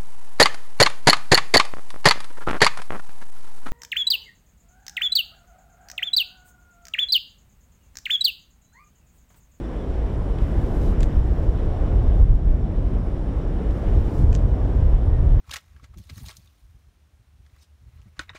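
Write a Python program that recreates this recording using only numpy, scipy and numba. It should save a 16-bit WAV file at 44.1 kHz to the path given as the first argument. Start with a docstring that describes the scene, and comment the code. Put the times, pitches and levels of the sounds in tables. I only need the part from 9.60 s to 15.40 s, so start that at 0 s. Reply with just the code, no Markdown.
"""A tornado roars steadily across open country, and its inflow wind buffets the microphone in deep gusts.
The hardest gusts duck the recorder's gain, which then creeps back. Behind the wind, leaves hiss in the
bushes, two insects trill and tick in the grass, and a bird peeps far off. Twice, close to the
microphone, a small mechanism ticks, slides with a soft swish and latches."""
import sys
import numpy as np
from scipy import signal
from scipy.fft import rfft, irfft
from scipy.io import wavfile
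from scipy.ndimage import uniform_filter1d
from numba import njit

SR = 44100
rng = np.random.default_rng(int(sys.argv[2]) if len(sys.argv) > 2 else 0)


def dump_mix(stems):
    """Bounce the given channels to the path in sys.argv[1] as a 16-bit WAV at rate SR."""
    frames = np.atleast_2d(stems).T  # one column per channel
    limited = np.clip(frames, -1, 1)  # hard clip at full scale
    pcm = np.round(limited * 32767).astype(np.int16)
    wavfile.write(sys.argv[1], SR, pcm)


N = 255780
TIME = np.arange(N) / SR

# notes of the far bird: t/s, length/s, f/Hz, level/dB
BIRD_NOTES = [(0.03, .04, 3470, -61), (0.175, .055, 3470, -62), (5.47, .16, 1855, -55)]
# trills in the grass: t/s, length/s, level/dB
INSECT_TRILLS = [(0, .18, -78), (.45, 0.25, -73), (.72, .58, -77), (1.876, 0.86, -77.5),
                 (3.05, 0.71, -75.5), (3.846, .33, -74), (4.25, .4, -75.5), (5.22, .6, -74)]
# leaf hiss from the bushes: f/Hz, level/dB
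LEAF_SPECTRUM = [(2000, -20), (3600, 3), (4600, 0), (5500, 5), (6400, -4), (7500, -1.5), (8300, -6),
                 (9200, -7), (10700, -15.5), (12000, -11.5), (14000, -19.5), (15500, -15)]

# cycles of the close mechanism: start t/s, catch t/s, latch t/s, swish level/dB, tick level/dB,
# catch level/dB, snap level/dB, snap f/Hz
LATCH_CYCLES = [(0.786, 1.4062, 1.4315, -66.5, -39, -30.5, -19, 5700),
                (4.109, 4.7282, 4.7515, -68.5, -44, -33.5, -17.5, 7200)]
# rubbing of its slide: f/Hz, level/dB
SLIDE_SPECTRUM = [(2000, -22), (4000, 4.5), (7500, 1.5), (10500, -3.5), (12300, -0.5), (14500, -9),
                  (15800, -9.5)]
# colour of its casing: f/Hz, level/dB
CASING_SPECTRUM = [(1100, -5), (1800, 1), (3000, 0), (4500, -2), (7700, -2), (9000, -12), (12000, -19),
                   (15500, -31)]
# low modes of the casing: f/Hz, level/dB, decay/s
KNOCK_MODES = [(1570, -4, .004), (1760, 0, 0.0039), (2530, 0, 0.0027), (3070, -5, 0.0018)]
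# blows on the casing: t/s, level/dB, tilt/(dB per octave)
CASING_KNOCKS = [(0.787, -46, 1), (1.4075, -45, 0), (1.4325, -35.5, -10), (4.7287, -40, 7)]
# the snap and its chatter: t/s from the latch, level/dB against the snap, ratio to the snap's pitch
SNAP_CHATTER = [(-.006, -15.5, .85), (0, 0, 1), (.0048, -11.5, .95), (.0112, -14, .82)]

# the distant funnel: t/s, rumble level/dB, roar level/dB, rush level/dB
FUNNEL_LEVELS = [(0, -36, -37.5, -48.5), (.38, -36, -34, -47), (.65, -34.5, -37, -47),
                 (1.05, -30, -32.5, -45.5), (1.5, -31, -34.5, -46.5), (2.1, -34, -33, -46.5),
                 (2.33, -34, -33, -47.3), (2.55, -31, -35, -47.5), (3.0, -26.5, -33, -47),
                 (3.8, -32, -34, -47), (4.35, -31.5, -32.5, -46), (5.1, -31.5, -32, -46.5),
                 (5.8, -37.5, -33.5, -46.5)]
# its low rumble: f/Hz, level/dB
RUMBLE_SPECTRUM = [(70, -19), (125, -1.5), (170, 1), (240, -5), (300, -7.5), (450, -26)]
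# its midrange roar: f/Hz, level/dB
ROAR_SPECTRUM = [(180, -24.5), (250, -2.5), (310, -1), (400, -2), (520, -5), (750, -11.5), (1000, -22),
                 (1500, -30.5), (3000, -56)]
# its rushing air: f/Hz, level/dB
RUSH_SPECTRUM = [(400, -13.5), (750, 0), (1000, 1.5), (1350, -4.5), (1750, -6.5), (2400, -12.5),
                 (2750, -15), (3000, -12), (3200, -16), (3550, -16.5), (4200, -26), (6000, -44)]

# steady wind on the microphone: t/s, level/dB
WIND_LEVELS = [(0, -32.5), (.45, -23.5), (.7, -24), (1.1, -21.5), (1.75, -19), (2.15, -20), (3.05, -15.5),
               (3.4, -19.5), (3.6, -23.5), (4.15, -20), (4.9, -17), (5.45, -14.5), (5.8, -18.5)]
# brief lulls in that wind: centre t/s, level change/dB
WIND_LULLS = [(1.5, -4), (2.165, -6), (2.82, -7), (2.985, -10), (3.12, -13), (4.02, -11), (4.211, -14.5),
              (4.52, -19), (5.0, -9), (5.1, -10), (5.425, -7)]
# gusts on top of it: centre t/s, length/s, level/dB, fast eddies' share of the power (0-1)
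WIND_GUSTS = [(.82, 0.15, -20.5, 0.77), (0.998, 0.069, -21, 0.95), (1.171, 0.031, -13.5, 0.1),
              (1.297, 0.13, -16.5, 0.35), (1.419, 0.078, -13, 0.2), (1.585, 0.059, -11.5, 0.07),
              (2.344, 0.071, -10, 0), (2.477, 0.084, -6, 0.02), (2.629, 0.079, -5, 0.17),
              (2.731, 0.11, -6, 0.12), (2.899, 0.13, -6, 0.05), (4.287, 0.031, -13, 0.04),
              (4.37, 0.11, -15, 1), (4.645, 0.16, -13, 0.75), (4.722, 0.13, -12.5, 0.42),
              (4.872, 0.085, -15, 0.77), (5.2, 0.12, -14, 0.46), (5.318, 0.093, -9, 0),
              (5.503, .16, -15.5, 0.9), (5.626, 0.2, -12.5, 0.8), (5.746, 0.15, -10, 0.18)]
# large, deep eddies at the microphone: f/Hz, level/dB
DEEP_EDDY_SPECTRUM = [(8, -27), (15, -15), (26, -1), (44, 3), (58, -3.5), (75, -18), (120, -47)]
# small, fast eddies at the microphone: f/Hz, level/dB
FAST_EDDY_SPECTRUM = [(35, -23), (55, 1.5), (68, -0.5), (100, -4.5), (135, -13), (200, -28), (400, -45.5),
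                      (900, -57)]


def undb(db):
    """Decibels to gain."""
    return 10 ** (np.asarray(db) / 20)


def unit(x):
    """Scale to rms 1."""
    return x / np.sqrt(np.mean(x ** 2))


def curves(table):
    """Each column after the first as a curve in time."""
    times, *columns = np.transpose(table)
    return [np.interp(TIME, times, column) for column in columns]


def envelope(start, attack_s, length_s, release_s):
    """Rise from the start, hold until the length is over, then fall."""
    age = TIME - start
    return np.clip(np.minimum(age / attack_s, 1 - (age - length_s) / release_s), 0, 1)


def arch(centre, length_s):
    """Half a sine wave of height 1 around the centre."""
    return np.cos(np.pi * np.clip((TIME - centre) / length_s, -.5, .5))


def drift(rate_hz):
    """Smooth random drift of rms 1, changing about rate_hz times a second."""
    hz = np.arange(N // 2 + 1) * SR / N
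    return unit(irfft(rfft(rng.standard_normal(N)) * np.exp(-(hz / rate_hz) ** 2) * (hz > 0), N))


def colour(x, spectrum):
    """Filter by (f/Hz, level/dB) points, falling steeply beyond the ends; rms 1."""
    hz, db = np.transpose(spectrum)
    bins = np.maximum(np.arange(len(x) // 2 + 1) * SR / len(x), 1)
    gain = undb(np.interp(np.log(bins), np.log(hz), db))
    skirts = np.minimum(bins / hz[0], 1) ** 2 * np.minimum(hz[-1] / bins, 1) ** 2
    return unit(irfft(rfft(x) * gain * skirts, len(x)))


def churn(spectrum, depth_db, rate_hz, octaves=9):
    """Noise whose octaves swell and sink separately."""
    noise = rfft(rng.standard_normal(N))
    hz = np.arange(len(noise)) * SR / N
    octave = np.clip(np.log2(hz / 60 + 1e-9), 0, octaves - 1)
    bands = (irfft(noise * np.maximum(1 - abs(octave - k), 0), N) for k in range(octaves))
    return colour(sum(band * undb(depth_db * drift(rate_hz)) for band in bands), spectrum)


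def eddies(spectrum, span_s):
    """Pressure swings of an unbroken train of eddies, about equally strong over each span."""
    pressure = colour(rng.standard_normal(N), spectrum)
    local_power = uniform_filter1d(abs(signal.hilbert(pressure)) ** 2, int(span_s * SR))
    return colour(pressure / np.sqrt(local_power), [(10, 0), (1000, 0)])


def far_bird(sag=.04):
    """Thin, nearly pure notes from far off, each sagging a little in pitch."""
    wobble = 1 + .0054 * drift(60)
    out = np.zeros(N)
    for start, length_s, hz, level_db in BIRD_NOTES:
        progress = np.clip((TIME - start) / length_s, 0, 1)
        pitch = hz * wobble * (1 - sag * (progress - .5))
        tone = np.sqrt(2) * np.sin(2 * np.pi * np.cumsum(pitch) / SR)
        out += undb(level_db) * np.sin(np.pi * progress) * tone
    return out


def ticking_insect(pulse_hz=23.5, length_s=.022, level_db=-85):
    """An insect in the grass flutters in short, even pulses, very high and faint."""
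    voice = [(9800, -12), (11500, 0), (12300, 0), (13800, -6), (15000, -18)]  # f/Hz, level/dB
    cycles = np.cumsum(pulse_hz * (1 + .02 * drift(3))) / SR
    age_s = cycles % 1 / pulse_hz
    pulses = np.sin(np.pi * np.minimum(age_s / length_s, 1)) * undb(1.5 * drift(15))
    return undb(level_db) * colour(pulses * rng.standard_normal(N), voice)


def trilling_insect(carrier_hz=9090, stroke_hz=63, bend_hz=220, waver_hz=50, idle_db=-81):
    """Another trills in the grass; each wing stroke is a short high note that arches in pitch."""
    effort = undb(idle_db)  # it never quite stops
    for start, length_s, level_db in INSECT_TRILLS:
        effort = np.maximum(effort, undb(level_db) * envelope(start, .083, length_s, .17))
    stroke_phase = np.cumsum(stroke_hz * (1 + .008 * drift(6))) / SR % 1
    pressure = np.sin(np.pi * stroke_phase) ** 2
    hz = carrier_hz + bend_hz * (pressure - .8) + waver_hz * drift(250)
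    tone = np.sin(2 * np.pi * np.cumsum(hz) / SR)
    return effort * undb(1.4 * drift(40)) * unit(pressure ** 2 * tone)


def bushes(level_db=-64.5):
    """Countless leaf contacts in the windblown bushes merge into a soft hiss."""
    contacts = rng.standard_normal(N) * undb(1.4 * rng.exponential(size=N))
    return undb(level_db + .27 * drift(14)) * colour(contacts, LEAF_SPECTRUM)


def slide(attack_s=.02, push_s=.475, swell_db=9.5, return_db=-3):
    """Close by, a sliding part rubs harder and harder, stops, then glides softly back."""
    rubbing = 0
    for start, _, latch_s, level_db, *_ in LATCH_CYCLES:
        travel = np.clip((TIME - start) / push_s, 0, 1)
        push = envelope(start, attack_s, push_s, release_s=.11) * undb(swell_db * travel ** 3)
        back = envelope(latch_s, attack_s, length_s=.4, release_s=.4) * undb(return_db)
        rubbing += undb(level_db) * (push + back)
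    return rubbing * churn(SLIDE_SPECTRUM, depth_db=1.5, rate_hz=40)


def grind(level_db=-54, fade_s=.035, lead_s=.004):
    """The parts grate as they close and settle, hardest just before the latch snaps."""
    pressure = sum(np.exp(-abs(TIME - latch_s + lead_s) / fade_s) for _, _, latch_s, *_ in LATCH_CYCLES)
    contacts = rng.standard_normal(N) * undb(2.5 * np.minimum(rng.exponential(size=N), 6))
    return undb(level_db) * pressure * colour(contacts, CASING_SPECTRUM)


def knock(start, level_db, tilt_db):
    """A blow rings the casing's low modes, each blow with its own duller or brighter tone."""
    age = np.maximum(TIME - start, 0)
    out = np.zeros(N)
    for hz, mode_db, decay_s in KNOCK_MODES:
        gain = undb(level_db + mode_db + tilt_db * np.log2(hz / KNOCK_MODES[0][0]))
        out += gain * np.exp(-age / decay_s) * np.sin(2 * np.pi * hz * age)
    return out


def click(start, peak_db, scrape_decay_s, ring_hz, bandwidth_hz=900):
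    """One contact: an impulse and a short scrape ring the casing, favouring one pitch."""
    size, lead = 1024, 64  # samples
    t = TIME[:size]
    impulse = t == 0
    contact = impulse + .25 * rng.standard_normal(size) * np.exp(-t / scrape_decay_s)
    ring = impulse + .12 * np.exp(-np.pi * bandwidth_hz * t) * np.cos(2 * np.pi * ring_hz * t)
    sound = colour(np.pad(signal.fftconvolve(contact, ring), lead), CASING_SPECTRUM)
    return np.pad(undb(peak_db) * sound / abs(sound).max(), (int(start * SR) - lead, N))[:N]


def latch(scrape_decay_s=.0025, snap_decay_s=.0004):
    """Near the microphone: a tick, then the catch scrapes, snaps home and chatters; the casing knocks."""
    out = sum(knock(*blow) for blow in CASING_KNOCKS)
    for start, catch_s, latch_s, _, tick_db, catch_db, snap_db, snap_hz in LATCH_CYCLES:
        out += click(start, tick_db, scrape_decay_s, ring_hz=3800)
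        out += click(catch_s, catch_db, scrape_decay_s, ring_hz=7200)
        for offset_s, offset_db, ratio in SNAP_CHATTER:
            out += click(latch_s + offset_s, snap_db + offset_db, snap_decay_s, ratio * snap_hz)
    return out


def tornado():
    """The funnel roars as eddies of each size come and go; distance leaves little of its treble."""
    rumble_db, roar_db, rush_db = curves(FUNNEL_LEVELS)
    rumble = eddies(RUMBLE_SPECTRUM, span_s=.52)
    roar = churn(ROAR_SPECTRUM, depth_db=.7, rate_hz=3.5)
    rush = churn(RUSH_SPECTRUM, depth_db=1.2, rate_hz=9)
    return undb(rumble_db) * rumble + undb(roar_db) * roar + undb(rush_db) * rush


def wind_on_microphone(fast_db=-4, lull_s=.081):
    """The inflow rolls large and small eddies over the microphone, swelling in gusts, sinking in lulls."""
    wind_db, = curves(WIND_LEVELS)
    lull_db = sum(change_db * arch(centre, lull_s) for centre, change_db in WIND_LULLS)
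    deep_power = undb(wind_db + lull_db) ** 2
    fast_power = undb(wind_db + fast_db + .22 * lull_db) ** 2  # fast eddies sink less
    for centre, length_s, level_db, fast_share in WIND_GUSTS:
        gust_power = (undb(level_db) * arch(centre, length_s)) ** 2
        deep_power += (1 - fast_share) * gust_power
        fast_power += fast_share * gust_power
    deep = np.sqrt(deep_power) * eddies(DEEP_EDDY_SPECTRUM, span_s=.14)
    fast = np.sqrt(fast_power) * eddies(FAST_EDDY_SPECTRUM, span_s=.077)
    return deep + fast


def scene():
    """Storm, countryside and the close mechanism at one microphone."""
    storm = wind_on_microphone() + tornado()
    countryside = bushes() + trilling_insect() + ticking_insect() + far_bird()
    mechanism = slide() + grind() + latch()
    return (storm + countryside + mechanism)[None]


@njit
def gain_cut(wanted_db, attack_s, recovery_db_per_s):
    """The recorder's gain control cuts quickly, then lets go at a steady rate."""
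    out, cut_db = np.empty(len(wanted_db)), 0.
    for i in range(len(wanted_db)):
        if wanted_db[i] > cut_db:
            cut_db += (wanted_db[i] - cut_db) / (attack_s * SR)
        else:
            cut_db = max(cut_db - recovery_db_per_s / SR, 0.)
        out[i] = cut_db
    return out


def record(dry):
    """Hard gusts on the microphone duck the recorder's gain and it creeps back; the top treble is cut."""
    threshold_db, cut_per_db, top_hz = -9, .62, 15650
    over_db = 20 * np.log10(np.maximum(abs(dry[0]) / undb(threshold_db), 1))
    cut_db = gain_cut(cut_per_db * over_db, attack_s=.0042, recovery_db_per_s=3)
    lowpass = signal.ellip(10, .2, 80, top_hz, fs=SR, output="sos")
    return signal.sosfilt(lowpass, dry * undb(-cut_db))


dry = scene()
out = record(dry)
dump_mix(out)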